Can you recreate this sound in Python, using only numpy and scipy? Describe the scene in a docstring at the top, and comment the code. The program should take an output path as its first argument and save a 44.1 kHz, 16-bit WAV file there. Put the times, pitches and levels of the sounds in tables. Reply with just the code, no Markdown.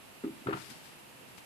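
"""A steel-topped kitchen scale is set down on a cloth-covered table, close to a small camera.
One edge touches first with a hollow bump; then the other feet land, thump the table and rattle the platform.
A gloved hand slides off the casing and brushes about, over the steady hiss of a small room."""
import sys
import numpy as np
from scipy import signal
from scipy.fft import rfft, irfft, next_fast_len
from scipy.io import wavfile
from scipy.ndimage import map_coordinates

SR = 44100
rng = np.random.default_rng(int(sys.argv[2]) if len(sys.argv) > 2 else 0)


def output_pcm(signal):
    """Save a mono or channel-first signal as 16-bit PCM at the path in sys.argv[1].

    Samples are clipped to [-1, 1] before scaling.
    """
    pcm = np.clip(np.atleast_2d(signal).T, -1, 1) * 32767
    wavfile.write(sys.argv[1], SR, np.round(pcm).astype(np.int16))


N = 63945

# feet bouncing on the cloth (s, level dB, pitch of the bounce Hz)
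BUMPS = [(0.2371, -32.5, 417), (0.2404, -32, 282.6), (0.263, -34, 312), (0.2769, -37.5, 413), (.2933, -48.5, 262), (.416, -52.5, 282),
         (0.4595, -39.5, 328), (.467, -37.5, 298), (0.485, -22.5, 450), (0.5094, -34, 364), (0.521, -38, 324),
         (0.5496, -42, 400), (0.7085, -51.5, 238)]
# hollow ring of the scale on its feet (Hz, dB, t60 s)
BODY = [(258, -20, 0.23), (283.6, -20.5, 0.24), (325.5, -10.5, 0.13), (402.4, -6, 0.0627), (542.7, -20, 0.23)]
# weight coming onto the table (s, level dB)
THUMPS = [(0.241, -46), (0.296, -45.5), (0.4621, -33.5), (0.471, -32), (0.5337, -31.5)]
# table top (Hz, dB, t60 s)
TABLE = [(96.2, -22.5, 0.26), (121.9, -7, 0.2), (133.8, -5.5, 0.156), (191.7, -5, 0.15)]
# the platform knocking in its housing (s, level dB)
CLACKS = [(0.237, -43), (.2445, -47), (.4695, -29.5), (0.4762, -55), (.4815, -46), (.487, -36.5), (0.493, -33), (.508, -37), (.5245, -36.5), (.5295, -29.5), (.536, -34), (.5665, -85), (.572, -37)]
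# platform and housing (Hz, dB, t60 s)
PLATFORM = [(655, -17, 0.021), (778, -12, .04), (929, -7, 0.042), (973, -5, 0.028), (1276, -2, 0.038), (1336, 2, 0.031), (1920, -13, .02), (2480, -26, 0.026), (2780, -20, 0.02)]
CRACK = [(200, -11), (700, 6), (1400, 5), (2800, -5.5), (4500, -16), (8000, -46), (14000, -42)]  # (Hz, dB)
CRACK_DB, CRACK_T60_S, CLACK_PAN_DB, BUMP_PAN_DB = -3.5, 0.042, 3, 0.15
# fabric rubbing on the scale (s of the peak, level dB, rise s, fall s, treble tilt dB per octave, leftward pan dB)
STROKES = [(0.251, -51, 0.0054, 0.017, -5, -1), (.465, -57, 0.18, 0.017, -4, 0), (0.614, -53, 0.07, 0.17, -0.5, 6.5), (.704, -48.5, 0.0065, 0.023, -.8, 4.5), (.72, -54.5, 0.021, 0.095, -2.5, -2),
           (.86, -57.5, 0.028, 0.065, -1, 5), (1.289, -59, 0.017, 0.041, -3.5, 5), (1.385, -51, 0.01, 0.011, -1.5, 5)]
GLOVE = [(40, -42), (130, 4), (260, 2), (600, -8.5), (1800, 3), (3200, 0), (5000, 2), (6500, -4.5), (9000, -2), (13500, -8.5)]  # (Hz, dB)
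GRAIN_HZ, GRAIN_DB = 477, 1
AIR = [(25, -16), (45, -11), (80, -5.5), (135, 1), (230, 0.5), (400, -1.5), (900, -3), (1400, -6), (2200, -6.5), (2750, -4), (3500, -10.5), (4700, -13.5), (6000, -17), (8500, -13.5), (13400, -14.5)]  # room tone (Hz, dB)
AIR_DB = -52.5
WHINE = [(905, -70), (2712, -71)]  # faint appliance tones (Hz, dB)
ALIKE = [(30, 0.31), (120, 0.3), (300, 0.14), (700, 0.025), (2000, 0.086), (12000, 0.13)]  # (Hz, left-right likeness)
ROOM = [(100, .55), (300, 0.37), (1200, 0.24), (4000, 0.68), (12000, 0.23)]  # (Hz, t60 s)
LOW_WET_DB, CLACK_WET_DB, ROOM_DELAY_S = -12.5, -7, 0.0045
LEFT_LEAD_S = 0.000275
TOP_HZ = 13600  # fixed
BOUNCE_CYCLES, BODY_DB = 1.21, -32.5
AIR_PAN_DB = -1
CLACK_ATTACK_S, CRACK_ATTACK_S = 0.0013, 0.0021
THUMP_ATTACK_S, THUMP_PAN_DB = 0.004, -0.2
CLACK_SPREAD = .035  # share by which the modes shift from contact to contact  # fixed


def amp(db):
    """Decibels to gain."""
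    return 10 ** (np.asarray(db) / 20)


def unit(x):
    """Scale to rms 1."""
    return x / np.sqrt(np.mean(x ** 2) + 1e-20)


def along(points, hz):
    """Read (Hz, value) points on a log axis."""
    f, v = np.transpose(points)
    return np.interp(np.log(hz + 1), np.log(f + 1), v)


def wobble(rate):
    """A smooth random curve, rate knots a second."""
    return map_coordinates(rng.standard_normal(int(N * rate / SR) + 4), [np.arange(N) * rate / SR])


def filtered(x, response):
    """x times a response of frequency."""
    m = next_fast_len(N + SR // 2)
    return irfft(rfft(x, m) * response(np.fft.rfftfreq(m, 1 / SR)), m)[..., :N]


def since(s):
    """Seconds since s, zero before."""
    return np.maximum(np.arange(N) / SR - s, 0)


def fade(t, t60):
    """Exponential decay."""
    return np.exp(-np.log(1000) * t / t60)  # fixed


def noise(spectrum, tilt_db=0):
    """Diffuse stereo noise of rms 1, most alike in the bass."""
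    turn = lambda hz: np.arccos(np.clip(along(ALIKE, hz), -1, 1)) / 2
    colour = lambda hz: amp(along(spectrum, hz) + tilt_db * np.log2(hz + 1))
    mid, side = filtered(rng.standard_normal((2, N)), lambda hz: colour(hz) * [np.cos(turn(hz)), np.sin(turn(hz))])
    return unit(np.array([mid + side, mid - side]))


def ring(modes, t, spread=0):
    """Decaying modes, t seconds after a blow; spread shifts their pitches at random."""
    return sum(amp(db) * fade(t, t60) * np.sin(2 * np.pi * hz * (1 + spread * rng.standard_normal()) * t) for hz, db, t60 in modes)


def placed(x, pan_db):
    """The sound reaches the left microphone first."""
    lead = lambda hz: np.exp(1j * np.pi * hz * LEFT_LEAD_S * np.array([[1], [-1]]))
    return filtered(x, lead) * amp([[pan_db], [-pan_db]])


def in_room(x, wet_db):
    """Add a diffuse tail in which each frequency dies at its own speed."""
    hz, t, z = signal.stft(noise([(1, 0)])[:, :SR // 2], SR, nperseg=256)
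    tail = signal.istft(z * fade(t, along(ROOM, hz)[:, None]), SR, nperseg=256)[1]
    wet = signal.fftconvolve(x, tail / np.linalg.norm(tail[0]), axes=1)[:, :N]
    return x + amp(wet_db) * filtered(wet, lambda hz: np.exp(-2j * np.pi * hz * ROOM_DELAY_S))


def landing():
    """Cushioned feet ring the scale's body and the table under it."""
    feet = sum(amp(db) * bounce(since(s), hz) for s, db, hz in BUMPS)
    body = amp(BODY_DB) * signal.fftconvolve(feet, ring(BODY, since(0)))[:N]
    table = sum(amp(db) * ring(TABLE, since(s)) * (1 - np.exp(-since(s) / THUMP_ATTACK_S)) ** 2 for s, db in THUMPS)
    return in_room(placed(feet + body, BUMP_PAN_DB) + placed(table, THUMP_PAN_DB), LOW_WET_DB)


def rattle():
    """The loose platform clacks: short modes and a dull crack, both softened by the plastic housing."""
    modes, bursts = 0, 0
    for s, db in CLACKS:
        t = since(s)
        modes = modes + amp(db) * (1 - np.exp(-t / CLACK_ATTACK_S)) * ring(PLATFORM, t, CLACK_SPREAD)
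        bursts = bursts + amp(db + CRACK_DB) * (1 - np.exp(-t / CRACK_ATTACK_S)) * fade(t, CRACK_T60_S)
    return in_room(placed(modes + bursts * noise(CRACK), CLACK_PAN_DB), CLACK_WET_DB)


def glove():
    """Grainy fabric friction swells and fades with each stroke."""
    t, out = np.arange(N) / SR, 0
    for s, db, rise_s, fall_s, tilt_db, pan_db in STROKES:
        swell = np.exp(-np.where(t < s, ((t - s) / rise_s) ** 2, np.abs(t - s) / fall_s))
        out = out + amp(db) * swell * placed(noise(GLOVE, tilt_db), pan_db)
    return out * unit(amp(GRAIN_DB * wobble(GRAIN_HZ)))


def room_tone():
    """Steady hiss with two faint wavering tones."""
    t = np.arange(N) / SR
    tones = sum(amp(db) * np.sin(2 * np.pi * hz * t + wobble(29)) for hz, db in WHINE)
    return placed(amp(AIR_DB) * noise(AIR), AIR_PAN_DB) + tones


def bounce(t, hz):
    """A cushioned contact: a few cycles that swell and die."""
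    u = t * hz / BOUNCE_CYCLES
    return (u * np.exp(1 - u)) ** 2 * np.sin(2 * np.pi * hz * t)


def scene():
    """Everything at the two microphones."""
    return landing() + rattle() + glove() + room_tone()


def record(dry):
    """The camera keeps nothing above its band limit."""
    return filtered(dry, lambda hz: hz < TOP_HZ)


dry = scene()
out = record(dry)
output_pcm(out)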